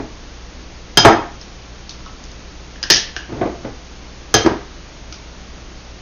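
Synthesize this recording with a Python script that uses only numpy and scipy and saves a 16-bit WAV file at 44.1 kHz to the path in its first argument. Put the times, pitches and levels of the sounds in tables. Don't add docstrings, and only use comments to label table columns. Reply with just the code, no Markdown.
import sys
import numpy as np
from scipy import signal
from scipy.fft import rfft, irfft, next_fast_len
from scipy.io import wavfile

SR = 44100
rng = np.random.default_rng(int(sys.argv[2]) if len(sys.argv) > 2 else 0)


def generate_wav(sig):
    pcm = np.round(np.clip(np.atleast_2d(sig).T, -1, 1) * 32767).astype(np.int16)
    wavfile.write(sys.argv[1], SR, pcm)


N = 265261
T = np.arange(int(.6 * SR)) / SR


def amp(db):
    return 10 ** (np.asarray(db) / 20)


def along(points, hz):
    pitches, values = np.transpose(points)
    return np.interp(np.log(hz + 1), np.log(pitches + 1), values)


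def filtered(x, response):
    size = next_fast_len(len(x) + SR // 4)
    return irfft(rfft(x, size) * response(np.fft.rfftfreq(size, 1 / SR)), size)[:len(x)]


def fade(t, fade_s):
    return np.exp(-np.log(1000) * t / fade_s)


def blow(x, db):
    return amp(db) * x / np.sqrt(np.sum(x ** 2) / (SR / 100))


def burst(tone, fade_s):
    spray = rfft(rng.standard_normal(len(T)) * fade(T, fade_s))
    colour = amp(along(tone, np.fft.rfftfreq(len(T), 1 / SR)))
    return irfft(colour * spray / np.abs(spray), len(T)) * fade(T, 2 * fade_s)


def ring(notes, scatter_db):
    return sum(amp(db + scatter_db * rng.standard_normal()) * fade(T, fade_s) * np.sin(2 * np.pi * hz * T)
               for hz, db, fade_s in notes)


def body(notes, scale=1):
    return sum((-1) ** k * amp(db) * width * np.exp(-np.pi * width * scale * T)
               * np.sin(2 * np.pi * hz * scale * T) for k, (hz, width, db) in enumerate(notes))


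def add(track, start_s, x):
    start = max(0, round(start_s * SR))
    track[start:start + len(x)] += x[:max(0, N - start)]


# pitch_hz, fade_s
ROOM_ECHO = [(100, 0.4), (400, 0.37), (1200, 0.42), (3000, 0.43), (7000, 0.28)]
def kitchen(x, echo_db, build_s=0.0013):
    hz, t, noise = signal.stft(rng.standard_normal(len(T)), SR, nperseg=256)
    fading = noise * fade(t, along(ROOM_ECHO, hz)[:, None])
    tail = signal.istft(fading, SR, nperseg=256)[1][:len(T)]
    tail = tail * (1 - np.exp(-T / build_s))
    return x + amp(echo_db) * signal.fftconvolve(x, tail / np.linalg.norm(tail))[:len(T)]


# pitch_hz, level_db
MOTOR_NOTES = [(59.2, -41.5), (118.4, -55.5), (177.6, -53), (296, -61.5), (4371, -65)]
# pitch_hz, level_db
HISS_TONE = [(12, -8.5), (24, 6), (60, -2), (87, -8), (130, -8), (220, -10), (310, -10), (450, -13.5),
             (1110, -18), (1700, -20), (4400, -22.5), (7000, -23)]
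def hum_and_hiss(hiss_db=-37.0):
    t = np.arange(N) / SR
    hum = sum(np.sqrt(2) * amp(db) * np.sin(2 * np.pi * (hz * t + rng.random()))
              for hz, db in MOTOR_NOTES)
    hiss = filtered(rng.standard_normal(N), lambda hz: amp(along(HISS_TONE, hz)) * (hz < 1.1 * MIC_HZ))
    return hum + amp(hiss_db) * hiss / np.std(hiss)


# pitch_hz, width_hz, level_db
COUNTER_NOTES = [(59, 6, 8), (110, 25, 9.5), (334.4, 45.5, 8), (430.6, 28.4, 2.5), (588, 42, -10.5),
                 (698.4, 31, 2.5), (820, 150, -1.5), (1264, 320, -3), (1800, 410, -2)]
# pitch_hz, level_db
THUD_TONE = [(40, -6.5), (100, -20.5), (200, 9.5), (400, 9.5), (1200, 6), (2200, 2), (4000, -4.5),
             (7000, -19.5)]
# pitch_hz, width_hz, level_db
CUPBOARD_NOTES = [(54.5, 17, -5), (108.3, 20, 1), (138, 29.7, 0), (211.4, 55, -7)]
def knock(db, contact_hz, length_s, boom_db):
    thud = blow(body(COUNTER_NOTES), 0) + blow(burst(THUD_TONE, length_s), 2)
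    thud = thud * (1 - np.exp(-T / (0.055 * length_s)))
    thud = filtered(thud, lambda hz: 1j * hz / (contact_hz ** 2 - hz ** 2 + 1j * hz * contact_hz))
    return blow(thud, db) + blow(body(CUPBOARD_NOTES), boom_db)


# start_s, level_db, contact_hz, length_s
COUNTER_BUMPS = [(0.0, -22.5, 310, 0.049), (1.0485, 3.5, 622, .052), (3.4112, -14.5, 483, .08),
                 (3.454, -17.5, 320, .07), (3.646, -23, 330, 0.072), (4.448, -15.5, 350, .037),
                 (4.4608, -8, 494, .041)]
def counter_knocks(bounce_db=-8):
    out = np.zeros(N)
    for start_s, db, contact_hz, length_s in COUNTER_BUMPS:
        boom_db = -12.5 + 0.9 * db
        add(out, start_s, kitchen(knock(db, contact_hz, length_s, boom_db), echo_db=-1.5))
        bounce = knock(db + bounce_db, contact_hz * 0.9, length_s, boom_db + bounce_db)
        add(out, start_s + .22 * length_s, kitchen(bounce, echo_db=-2.5))
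    return out


# pitch_hz, spot_0_db, spot_1_db, fade_s
CUP_NOTES = [(1670, -7, -7, .22), (3176, 1, -1, .18), (3596, -8, -5, .2), (4317, -22, -2, .15),
             (5018, -2, 1, .24), (5728, -18, -2, .09), (6222, -1, -3, .11)]
# pitch_hz, level_db
CRACK_TONE = [(100, -22.5), (800, 4.5), (1400, 3.5), (2500, -1), (3300, 3.5), (4000, 1.5), (5500, 3),
              (7000, 2)]
# start_s, ring_db, fade_share, spot (0 to 1), crack_db, knock_db
RIM_HITS = [(0.9725, -3, 0.79, 0, -3, -10), (1.0508, -16, 0.65, .2, -10.5, -14),
            (4.3416, -7, 0.45, 0.78, -5.5, -10)]
def egg_on_rim():
    out = np.zeros(N)
    for start_s, ring_db, fade_share, spot, crack_db, knock_db in RIM_HITS:
        notes = [(hz, np.interp(spot, [0, 1], levels), fade_s * fade_share)
                 for hz, *levels, fade_s in CUP_NOTES]
        glass = kitchen(blow(ring(notes, scatter_db=3.5), ring_db), echo_db=-6)
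        crack = blow(burst(CRACK_TONE, fade_s=0.11), crack_db)
        thud = knock(knock_db, contact_hz=525, length_s=0.062, boom_db=knock_db - 6)
        add(out, start_s, glass + kitchen(crack + thud, echo_db=-1))
    return out


# pitch_hz, level_db
SNAP_TONE = [(200, -12), (1100, -45), (2200, -10), (3100, -3), (3600, -4), (4800, -0.5), (5800, 2.5),
             (7000, -6.5)]
# pitch_ratio, width_ratio, level_db
FLAKE_NOTES = [(1, 0.029, -4), (1.06, 0.006, -1.5)]
def snap(db, ping_db, ping_hz):
    breaks = blow(burst(SNAP_TONE, fade_s=0.076 * amp(db) ** 0.17), db)
    ping = blow(body(FLAKE_NOTES, ping_hz), ping_db)
    return kitchen(breaks, echo_db=-2) + kitchen(ping, echo_db=-12)


# start_s, level_db, ping_hz
PULL_SNAPS = [(1.4131, -36.5, 5060), (1.8938, -30.5, 4360), (2.0597, -42.5, 3600), (2.2389, -38.5, 6400),
              (2.3164, -44, 6070), (5.142, -41, 4920)]
def pulled_shells(ping_db=-2.5, second_s=.0143, second_db=-7):
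    out = np.zeros(N)
    for start_s, db, ping_hz in PULL_SNAPS:
        add(out, start_s, snap(db, db + ping_db, ping_hz))
        add(out, start_s + second_s, snap(db + second_db, db + second_db + ping_db, ping_hz * .82))
    return out


# pitch_hz, level_db, fade_s
BOWL_NOTES = [(1102, 7, 0.074), (1290, 7, 0.088), (1350, -7, 0.3)]
# start_s, level_db
EGG_PLOPS = [(2.005, -45), (2.063, -35), (2.098, -44)]
def plops():
    out = np.zeros(N)
    for start_s, db in EGG_PLOPS:
        steel = ring(BOWL_NOTES, scatter_db=2)
        add(out, start_s, kitchen(blow(steel, db), echo_db=-4))
    return out


# pitch_ratio, width_ratio, level_db
HOLLOW_NOTES = [(1, 0.063, -1), (1.13, 0.063, -5.5), (1.85, .2, -9)]
def hollow_ring(hollow_db, hollow_hz, tap_db):
    hollow = blow(body(HOLLOW_NOTES, hollow_hz), hollow_db)
    tap = knock(tap_db, contact_hz=486, length_s=0.044, boom_db=tap_db - 10)
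    return kitchen(hollow, echo_db=-2) + kitchen(tap, echo_db=-4)


EDGE_HZ = 4835
# start_s, snap_db, ping_db, hollow_db, hollow_hz
HOLLOW_CLICKS = [(2.7587, -54, -56, -42, 1675), (2.829, -23.5, -23.5, -34, 1690),
                 (2.8372, -28, -24, -26.5, 1620), (3.1645, -27.5, -38.5, -23.5, 1584),
                 (4.4629, -26.5, -35, -30.5, 1450), (5.1246, -31, -51, -40, 1280)]
def shell_cracks_and_taps():
    out = np.zeros(N)
    for start_s, snap_db, ping_db, hollow_db, hollow_hz in HOLLOW_CLICKS:
        click = snap(snap_db, ping_db, EDGE_HZ)
        add(out, start_s, click + hollow_ring(hollow_db, hollow_hz, tap_db=hollow_db - 12))
    return out


def dropped_shell(start_s=2.9013, first_db=-5, first_swing_s=.0164, swing_loss_db=3.5):
    out = np.zeros(N)
    for k in range(4):
        swing_s = first_swing_s * 1.17 ** k
        for delay_s, edge_db in [(0, 0), (.35 * swing_s, -4)]:
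            db = first_db - swing_loss_db * k + edge_db
            body_db = db - 5 * k
            ping_hz = EDGE_HZ * np.exp(0.102 * rng.standard_normal())
            click = snap(db, db - 4, ping_hz)
            hollow = hollow_ring(body_db - 8, hollow_hz=1750, tap_db=body_db - 12.5)
            add(out, start_s + delay_s, click + hollow)
        start_s += swing_s
    return out


def rolling_egg(start_s=3.289, end_s=3.405, gap_s=0.019, level_db=-28.5):
    out = np.zeros(N)
    for bump_s in np.arange(start_s, end_s, gap_s):
        db = level_db + 2.2 * rng.standard_normal()
        bump = knock(db, contact_hz=320, length_s=0.15, boom_db=db - 6)
        add(out, bump_s + 0.00307 * rng.standard_normal(), kitchen(bump, echo_db=-5))
    return out


def scene():
    shells = pulled_shells() + shell_cracks_and_taps() + dropped_shell()
    return (egg_on_rim() + counter_knocks() + rolling_egg() + shells + plops() + hum_and_hiss())[None]


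MIC_HZ, TOP_HZ = 6740, 16000
def record(dry):
    narrow = filtered(dry[0], lambda hz: 1 / np.sqrt(1 + (hz / MIC_HZ) ** 110))
    clipped = narrow / (1 + np.abs(narrow) ** 14) ** (1 / 14)
    return filtered(clipped, lambda hz: 1 / np.sqrt(1 + (hz / TOP_HZ) ** 70))[None]


dry = scene()
out = record(dry)
generate_wav(out)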